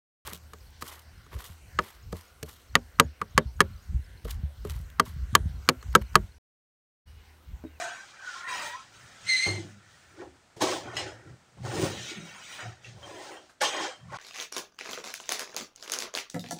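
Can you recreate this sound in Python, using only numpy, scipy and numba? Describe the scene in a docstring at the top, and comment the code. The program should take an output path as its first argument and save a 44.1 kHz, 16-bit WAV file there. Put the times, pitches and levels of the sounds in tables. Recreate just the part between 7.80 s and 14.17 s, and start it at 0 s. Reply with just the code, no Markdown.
"""Bottle crates on a truck bed

Plastic crates of glass bottles are dragged over a steel truck bed and set down on a stack in a yard.
Grit makes noise that partly sings in resonant bands; random contacts ring modes of bottles, crates and bed.
Stick-slip makes one harmonic squeal and several narrow-band creaks; landings, thuds and single clinks
are excited modes. A short reflection from the yard wall and quiet yard noise surround them.
"""
import sys
import numpy as np
from scipy import signal
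from scipy.fft import rfft, irfft, next_fast_len
from scipy.io import wavfile
from scipy.ndimage import uniform_filter1d
from numba import njit

SR = 44100
rng = np.random.default_rng(int(sys.argv[2]) if len(sys.argv) > 2 else 0)


def transcribe(u):
    """Save the signal u as a 16-bit wav file named by the first command-line argument.

    u: samples, shape (n,) or (channels, n), limited to [-1, 1]; the rate is SR.
    q: integer samples, one column per channel.
    """
    v = np.clip(np.atleast_2d(u).T, -1, 1)
    q = np.round(v * 32767).astype(np.int16)
    wavfile.write(sys.argv[1], SR, q)


N = 281056

# modes of a glass bottle: (frequency [Hz], relative level [dB], free decay t60 [s])
BOTTLE_MODES = [(1986, 7.5, 0.057), (2440, -14, 0.071), (2708, -4, 0.042), (2920, -1, 0.1),
                (3173, -7.5, 0.16), (4030, -7, 0.061), (4840, -25, 0.22), (5150, -2, 0.17),
                (6090, -13, 0.12), (6702, -5, 0.14), (8190, -28, 0.1)]
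# modes of the crate ribs: (frequency [Hz], relative level [dB], t60 [s])
RIB_MODES = [(1273, 4.7, 0.031), (1405, 3.1, 0.047), (1551, 5.3, 0.039), (1783, 1.4, 0.072),
             (1936, 1.3, 0.038), (2283, 5.1, 0.025)]
# modes of the crate walls: (frequency [Hz], relative level [dB], t60 [s])
WALL_MODES = [(255, -17.5, 0.44), (321.8, -1.5, 0.089), (361.2, 4.5, 0.053), (430, -5.5, 0.06),
              (535.5, -3, 0.063), (616.5, -0.5, 0.046), (724, 0.5, 0.04), (805, 6.5, 0.031),
              (938, -3.5, 0.074), (1079, 11.5, 0.027)]


def undb(db):
    """Amplitude ratio is ten to the power of the level over 20."""
    return 10 ** (np.asarray(db) / 20)


def level(x, db):
    """Scaling by the root mean square sets the mean power."""
    return x * undb(db) / np.sqrt(np.mean(x ** 2))


def curve(table):
    """Linear interpolation of pitch and level; the level sinks to -120 dB just outside the rows."""
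    s, hz, db = np.transpose(table)
    t = np.arange(N) / SR
    edged_s = [s[0] - 0.02, *s, s[-1] + 0.013]
    return np.interp(t, s, hz), np.interp(t, edged_s, [-120, *db, -120])


def walk(rate):
    """Low-passed noise: random levels held 1 / rate seconds and smoothed twice; spread near 1.5."""
    k = int(SR / rate)
    held = np.repeat(rng.standard_normal(N // k + 1), k)
    return 2.06 * uniform_filter1d(uniform_filter1d(held, k), k)[:N]


def ring(x, hz, t60):
    """A damped resonator: two poles give one mode, and a unit tick rings with peak near 1."""
    r = np.exp(-np.log(1000) / (t60 * SR))
    w = 2 * np.pi * hz / SR
    return signal.lfilter([0, np.sin(w)], [1, -2 * r * np.cos(w), r * r], x + 1e-18)


def coloured(x, spectrum):
    """Spectral shaping: the transform is weighted by levels interpolated over log frequency."""
    hz, db = np.transpose(spectrum)
    size = next_fast_len(N, True)
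    f = np.arange(size // 2 + 1) * SR / size + 1
    gain = undb(np.interp(np.log(f), np.log(hz), db, right=-120))
    return irfft(rfft(x, size) * gain, size)[:N]


def grains(rate, scatter_db):
    """Shot noise: random contacts at a mean rate [1/s], most small and a few large."""
    hit = rng.random(N) < rate / SR
    return hit * rng.standard_normal(N) * undb(scatter_db * rng.exponential(size=N))


@njit
def pings(start, hz, t60, size, rise):
    """Damped modal vibration: each short ring swells over a soft contact and dies away."""
    out = np.zeros(N)
    for k in range(len(start)):
        # one complex turn per sample, with its decay
        p = np.exp(2j * np.pi * hz[k] / SR - np.log(1000) / (t60[k] * SR))
        z, touch = size[k] + 0j, 1.
        for i in range(start[k], min(N, start[k] + int(t60[k] * SR))):
            z *= p
            touch *= rise
            out[i] += z.imag * (1 - touch)
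    return out


def shaken(modes, db, scatter_db, detune, contact_s, count, free_hz=None, reach_db=0):
    """Modal excitation: each random contact wakes one detuned mode; modes far from the freest pitch are held."""
    when, which, big, tune = rng.random((count, 4)).T
    hz, mode_db, t60 = np.transpose(modes)[:, (which * len(modes)).astype(int)]
    start = (when * N).astype(np.int64)
    size = undb(mode_db - scatter_db * np.log(1 - 0.97 * big))
    # unit mean power for the whole set of decaying rings
    size = size / np.sqrt(np.sum(size ** 2 * t60) * SR / (4 * np.log(1000) * N))
    if free_hz is not None:
        size = size * undb(-reach_db * np.log2(hz / free_hz[start]) ** 2)
    detuned_hz = hz * (1 + detune * (2 * tune - 1))
    return pings(start, detuned_hz, t60, size * undb(db[start]), np.exp(-1 / (contact_s * SR)))


def yard():
    """Steady broadband noise of the quiet yard, its level wandering slowly."""
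    # yard noise: (frequency [Hz], relative spectrum level [dB])
    yard_spectrum = [(18, -52), (30, 7), (98, 4.5), (435, -4), (755, -1), (1150, -5), (1340, -1.5),
                     (2950, -9.5), (8420, -13), (11200, -30.5), (15800, -33)]
    noise = coloured(rng.standard_normal(N), yard_spectrum)
    return level(noise, -63.5) * undb(1.2 * walk(3))


def yard_wall(near):
    """Diffuse reflection: convolution with decaying noise that begins 12 ms after the direct sound."""
    t = np.arange(int(0.25 * SR)) / SR
    response = rng.standard_normal(len(t)) * np.exp(-np.log(1000) * t / 0.11) * (t > 0.012)
    return signal.fftconvolve(near, response / np.sqrt(np.sum(response ** 2)))[:N]


def thuds():
    """Impact on a plate: a heavy load drops onto the bed and one low panel mode booms."""
    # loads dropping on the bed: (time [s], level before the soft contact [dB], pitch [Hz])
    drops = [(1.67, -28, 100.6), (3.8, -32.5, 123), (4.845, -51, 111.6)]
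    t60_s, rise_s = 0.62, 0.0066
    s, db, hz = np.transpose(drops)
    return pings((s * SR).astype(np.int64), hz, t60_s + 0 * hz, undb(db), np.exp(-1 / (rise_s * SR)))


def creaks():
    """Stick-slip at a singing pitch: uneven slips, about 100 to 150 a second, modulate two quadratures."""
    # one list per creak of slow rubbing: (time [s], centre [Hz], relative level [dB])
    creak_courses = [
        [(0.0, 1517, -35.5), (0.046, 1560, -38), (0.24, 1551, -48)],
        [(0.36, 1560, -63), (0.396, 1557, -42), (0.474, 1483, -37.5), (0.524, 1403, -42.5), (0.74, 1392, -44),
         (0.85, 1290, -62), (1.02, 1316, -46)],
        [(0.0, 696, -36), (0.126, 682, -43), (0.16, 770, -68)],
        [(0.55, 1090, -53), (0.736, 1002, -37), (0.89, 906, -47.5), (0.946, 1020, -36.5), (1.05, 1053, -63)],
        [(0.64, 1845, -38.5), (0.78, 1876, -41), (0.96, 1900, -44)],
        [(0.78, 651, -52), (0.88, 571, -45.5), (0.9, 584, -47)],
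        [(1.68, 348.6, -37), (1.85, 332.6, -44.5), (1.93, 307, -67)],
        [(4.8, 717, -56), (4.87, 714, -45.5), (4.96, 740, -63)],
    ]
    out = 0
    for course in creak_courses:
        hz, db = curve(course)
        phase = 2 * np.pi * np.cumsum(hz) / SR
        slip_rate = 90 + hz.mean() / 30
        burst = walk(slip_rate) * np.sin(phase) + walk(slip_rate) * np.cos(phase)
        out = out + undb(db - 8.0) * burst
    return out


def squeal():
    """Periodic stick-slip of a crate foot on steel: a faltering grip makes harmonics flutter and roughen."""
    # the squeal: (time [s], pitch [Hz], relative level [dB])
    squeal_course = [(1.44, 2050, -71), (1.49, 2090, -29), (1.57, 2031, -30), (1.62, 2070, -32.5),
                     (1.66, 2127, -31), (1.71, 2114, -39.5), (1.8, 2075, -52.5), (1.86, 2040, -79)]
    # its harmonics: (multiple of the pitch [1], relative level [dB])
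    harmonics = [(1, -0.5), (2, -3.5), (3, -12), (4, -17), (5, -32)]
    hz, db = curve(squeal_course)
    phase = 2 * np.pi * np.cumsum(hz * (1 + 0.0055 * walk(500))) / SR
    fringe = walk(900) + 1j * walk(900)
    tone = 0
    for k, harmonic_db in harmonics:
        slow_flutter = walk(90 * k) + 1j * walk(90 * k)
        flutter = 0.7 + 0.42 * slow_flutter + 0.08 * (k + 1) * fringe
        tone = tone + undb(harmonic_db) * np.imag(flutter * np.exp(1j * k * phase))
    return np.sqrt(2) * tone * undb(db)


def clinks():
    """Impact of glass on glass: a touch and its chatter drive the modes that the place of contact favours."""
    # single clinks: (time [s], peak [dB], loudest region [Hz], reach [octaves], chatter [s])
    touches = [(0.538, -52, 3120, 0.11, 0.017), (.675, -31.5, 2170, 0.17, 0.035),
               (.748, -34, 5500, 1.3, .01), (3.069, -48, 3270, 0.096, 0.1),
               (3.168, -18.5, 3750, 0.89, 0.035), (3.275, -39, 3660, 0.92, .04),
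               (4.492, -42, 2720, 0.084, 0.036), (4.726, -40, 3120, 0.12, 0.092),
               (5.046, -39.5, 2700, 0.052, 0.04), (5.23, -43, 3200, 0.068, 0.023),
               (5.36, -49, 3180, 0.084, 0.17), (5.569, -45.5, 3100, .1, 0.039),
               (5.852, -22.5, 3160, 0.089, 0.2)]
    t = np.arange(int(0.4 * SR)) / SR
    out = np.zeros(N + len(t))
    for s, db, hz, reach, chatter in touches:
        push = np.exp(-(t / max(chatter, 0.002)) ** 2) * rng.standard_normal(len(t))
        push[0] = 1.3 * np.sqrt(np.sum(push ** 2))  # the first clear touch
        tone = 0
        for f, mode_db, t60 in BOTTLE_MODES:
            favour = np.exp(-(np.log2(f / hz) / reach) ** 2)
            tone = tone + undb(mode_db) * favour * ring(push, f, t60)
        i = int(s * SR)
        out[i:i + len(t)] += undb(db) * tone / np.abs(tone).max()
    return out[:N]


def blows():
    """Impact of a crate: a burst of contacts drives modes near the freest pitch, with a crack of treble."""
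    # landings and knocks: (time [s], peak of the modes [dB], focus [dB per squared octave],
    # treble crack over that peak [dB], freest pitch [Hz])
    landings = [(1.662, -26.5, 12, -12, 533), (2.416, -38, 38, -24, 716), (2.762, -38.5, 13, -9, 373),
                (2.813, -27.5, 7, 6, 423), (3.052, -35, 21, -31, 423), (3.768, -47.5, 15, -21, 560),
                (3.848, -39.5, 8, -7, 585), (4.029, -21.5, 6, -17, 337), (4.785, -35, 68, -22, 1420),
                (5.69, -49, 98, -5, 1400), (5.812, -27.5, 13, 8.5, 1550), (5.998, -29.5, 24, -32, 1120),
                (6.317, -34, 40, -20, 950)]
    burst_t60_s, burst_rise_s = 0.17, 0.007
    t = np.arange(int(0.5 * SR)) / SR
    out = np.zeros(N + len(t))
    fall = np.exp(-np.log(1000) * t / burst_t60_s) * np.minimum(t / burst_rise_s, 1)
    treble = signal.butter(2, [1800, 7500], "band", fs=SR)
    for s, db, focus_db, crack_db, hz in landings:
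        push = fall * rng.standard_normal((2, len(t)))
        body = 0
        for f, mode_db, t60 in WALL_MODES + RIB_MODES:
            body = body + undb(mode_db - focus_db * np.log2(f / hz) ** 2) * ring(push[0], f, t60)
        crack = signal.lfilter(*treble, push[1])
        hit = body / np.abs(body).max() + undb(crack_db) * crack / np.abs(crack).max()
        i = int(s * SR)
        out[i:i + len(t)] += undb(db) * hit
    return out[:N]


def swells(rows):
    """Exponential growth and decay: each power envelope rises, holds and fades straight in dB."""
    swing_db = 30  # climb in one swell time, or fall in one fade time
    t = np.arange(0, N, 32) / SR
    s, swell, hold, fade = np.array(rows)[:, :4, None].transpose(1, 0, 2)
    drop = np.maximum(np.maximum((s - t) / swell, (t - s - np.abs(hold)) / fade), 0)
    return undb(-2 * swing_db * drop)


def summed_db(shapes, db):
    """Incoherent addition: the powers of overlapping events sum at every sample."""
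    power = undb(2 * np.asarray(db)) @ shapes + 1e-12
    return np.repeat(10 * np.log10(power), 32)[:N]


def freest(shapes, db, hz):
    """Power-weighted mean: the loudest event dominates the freest pitch at every sample."""
    weight = undb(2 * db)[:, None] * shapes + 1e-30
    return np.repeat(hz @ weight / weight.sum(axis=0), 32)[:N]


def shaking():
    """Common excitation by shoves and shifting weight: levels of all parts, freest pitches of walls and bed."""
    # crates shoved, dragged or jolted: (time of full strength [s], swell [s], hold [s], fade [s],
    # bottles [relative dB], finest grit over bottles [dB], ribs [relative dB], walls [relative dB],
    # freest wall pitch [Hz])
    shoves = [(0.0, 0.0056, 0.0068, 0.45, -39.5, -17, -30.5, -39, 800),
              (0.456, 0.39, 0.19, 0.22, -53.5, -7, -37.5, -49.5, 910),
              (0.685, 0.044, 0.15, 0.31, -40, -6.5, -32.5, -38, 990),
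              (1.142, 0.11, 0.37, 0.23, -57.5, -6, -48.5, -62, 700),
              (1.483, 0.11, 0.17, 0.12, -40.5, -20, -65, -77, 770),
              (1.661, 0.033, 0.042, 0.29, -42, -15, -40.5, -35.5, 494),
              (1.904, 0.48, 0.5, 0.19, -67, -1, -52.5, -68, 527),
              (2.396, 0.089, 0.023, 0.14, -65, -15, -44, -37, 385),
              (2.808, 0.0073, 0.02, 0.05, -35.5, -14, -25.5, -15, 530),
              (2.822, 0.037, 0.093, 0.2, -37, -13, -30.5, -23.5, 594),
              (3.055, 0.035, 0.21, 0.27, -58.5, -25, -38, -36.5, 523),
              (3.176, 0.062, 0.006, 0.17, -34, -30, -35, -33, 690),
              (3.473, 0.45, 0.026, 0.13, -73, -16, -49.5, -48, 367),
              (3.851, 0.047, 0.1, 0.19, -50.5, 0, -37, -32.5, 537),
              (3.944, 0.17, 0.36, 0.12, -42.5, -10.5, -46, -68, 440),
              (3.955, 0.14, 0.1, 0.25, -51.5, 7, -34.5, -26, 445),
              (4.283, 0.025, 0.093, 0.2, -48.5, -24, -49, -39, 318),
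              (4.51, 0.57, 0.3, 0.21, -49, -12, -44.5, -51.5, 950),
              (4.792, 0.029, 0.031, 0.25, -50, -17, -35.5, -42, 620),
              (5.055, 0.084, .01, 0.15, -51.5, -19, -48.5, -51, 387),
              (5.278, 0.27, 0.26, 0.19, -53, -8, -43.5, -38.5, 577),
              (5.808, 0.0059, 0.0076, 0.098, -38.5, -26, -17, -16.5, 700),
              (5.836, 0.017, 0.024, 0.18, -30.5, -11, -26.5, -27.5, 656),
              (5.928, 0.03, 0.12, 0.15, -38, -23, -29, -29, 630),
              (6.343, 0.12, .03, 0.11, -52.5, -15, -34.5, -35.5, 950)]
    # bed under shifting weight: (time of full strength [s], swell [s], hold [s], fade [s],
    # relative level [dB], freest pitch [Hz])
    rumbles = [(1.186, 0.62, 0.054, 0.088, -55.5, 105), (1.44, 0.08, 0.023, 0.065, -49.5, 149),
               (1.676, .02, 0.052, 0.41, -35, 150), (2.393, 0.66, 0.11, 0.16, -52.5, 92),
               (2.816, 0.069, 0.44, 0.23, -46.5, 135), (3.147, 0.4, 0.16, 0.17, -43, 91),
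               (3.467, 0.1, 0.062, 0.072, -42, 114), (3.797, 0.061, 0.024, 0.3, -31, 122),
               (3.969, 0.2, 0.082, 0.29, -27, 139.5), (4.372, 0.15, 0.044, 0.19, -34.5, 197),
               (4.855, 0.079, 0.011, 0.077, -32.5, 114), (5.108, 0.2, 0.034, 0.35, -41.5, 122),
               (6.214, 0.067, 0.17, 0.13, -42, 131)]
    shove_shapes, rumble_shapes = swells(shoves), swells(rumbles)
    bottles, dust, ribs, walls, walls_hz = np.transpose(shoves)[4:]
    bed, bed_hz = np.transpose(rumbles)[4:]
    levels = [summed_db(shove_shapes, db) for db in (bottles, bottles + dust, ribs, walls)]
    free_walls_hz = freest(shove_shapes, walls, walls_hz)
    return *levels, free_walls_hz, summed_db(rumble_shapes, bed), freest(rumble_shapes, bed, bed_hz)


def singing():
    """Frictional coupling: slow sliding draws more of the grit's power into the loaded crate's bands."""
    # slow slides: (start [s], end [s])
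    slow_slides = [(.6, 1.1), (4.25, 5.0)]
    fast_share, slow_share, blend_s = 0.25, 0.9, 0.25  # shares of the power, 0-1
    t = np.arange(N) / SR
    slow = sum(1. * (t > a) * (t < b) for a, b in slow_slides)
    blend = np.clip(uniform_filter1d(slow, int(blend_s * SR)), 0, 1)
    return fast_share + (slow_share - fast_share) * blend


def dry_grit():
    """Shot noise of dry scraping: low, middle and high bands come and go on their own."""
    # scraping noise: (frequency [Hz], relative spectrum level [dB])
    grit_spectrum = [(1000, -40), (1590, 0), (2720, -1.5), (3210, 6), (3570, 2), (6480, 1.5), (8910, -8.5),
                     (10000, -16.5), (13000, -26), (22000, -120)]
    grit = coloured(grains(9000, 0.24), grit_spectrum)
    low = signal.sosfilt(signal.butter(2, 3000, "low", fs=SR, output="sos"), grit)
    top = signal.sosfilt(signal.butter(2, 6000, "high", fs=SR, output="sos"), grit)
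    middle = grit - low - top
    return level(sum(band * undb(2.2 * walk(14)) for band in (low, middle, top)), -1.0)


def finest_grit():
    """Shot noise of the finest grit: more widely scattered contacts with a wandering level."""
    # finest grit: (frequency [Hz], relative spectrum level [dB])
    fine_spectrum = [(5590, 11), (9500, 10), (9930, 0.5), (10900, -2.5), (13500, -39), (14900, 6.5),
                     (15800, -7)]
    return level(coloured(grains(9000, 1.4), fine_spectrum) * undb(2.8 * walk(14)), 0)


def singing_bands():
    """Resonance under friction: slip noise drives two fluctuating strands in each band of the loaded crate."""
    # loaded crate: (centre [Hz], nominal width [Hz], level before compression by 0.76 [dB])
    loaded_bands = [(1409, 54, -3), (1907, 90, -8.5), (2320, 110, 5.5), (2870, 520, 4), (3203, 100, -6),
                    (3630, 190, 4.5), (4340, 99, -16), (5814, 80, 1), (6550, 20, -6.5)]
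    slip = rng.standard_normal(N)
    strands = 0
    for centre, width, db in loaded_bands:
        for hz in (centre - 0.5 * width, centre + 0.91 * width):
            strand = level(ring(slip, hz, 5.3 / max(width, 60)), 0.76 * db)
            strands = strands + strand * (1 + np.tanh(9.8 * walk(14)))
    return level(strands, -2.8)


def drag():
    """Friction and modal excitation: grit, bottles, ribs, walls and bed sound under the shaking."""
    # modes of the steel bed: (frequency [Hz], relative level [dB], t60 [s])
    bed_modes = [(80.8, -4.5, 0.3), (106.2, -1, 0.094), (121.3, -6, 0.18), (167, -10, 0.22),
                 (204.7, -6.5, 0.16)]
    bottles_db, dust_db, ribs_db, walls_db, walls_hz, bed_db, bed_hz = shaking()
    share = singing()
    rub = np.sqrt(1 - share) * dry_grit() + np.sqrt(share) * singing_bands()
    # packed bottles damp one another, so all their modes ring for one time and at more even levels
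    packed = [(hz, 0.094 * db - 0.28 * np.log2(hz / 3000) ** 2, 0.11) for hz, db, _ in BOTTLE_MODES]
    rattle = shaken(packed, bottles_db - 3.5, 2.3, 0.08, 0.0015, count=4000)
    ribs = shaken(RIB_MODES, ribs_db - 6.0, 0.27, 0.0665, 0.0038, count=2500)
    walls = shaken(WALL_MODES, walls_db + 2.5, 1.16, 0.068, 0.0055, count=3500,
                   free_hz=walls_hz, reach_db=9.5)
    bed = shaken(bed_modes, bed_db - 1.0, 0.51, 0.076, 0.0037, count=1400,
                 free_hz=bed_hz, reach_db=23.5)
    return rub * undb(bottles_db) + finest_grit() * undb(dust_db) + rattle + ribs + walls + bed


def scene():
    """Superposition of all sources, their reflection from the yard wall and the quiet yard."""
    near = thuds() + creaks() + squeal() + clinks() + blows() + drag()
    return (near + undb(-12) * yard_wall(near) + yard())[None]


def record(dry):
    """Transduction by a phone: a bass cut, port resonance, soft saturation of peaks and a steep top cut."""
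    dry = signal.sosfilt(signal.butter(2, 75, "high", fs=SR, output="sos"), dry)
    port = signal.lfilter(*signal.iirpeak(15200, 9., fs=SR), dry)
    rounded = np.tanh(2.5 * (dry + undb(-5.0) * port)) / 2.2
    return signal.sosfilt(signal.ellip(10, 0.2, 80, 15720, fs=SR, output="sos"), rounded)


dry = scene()
out = record(dry)
transcribe(out)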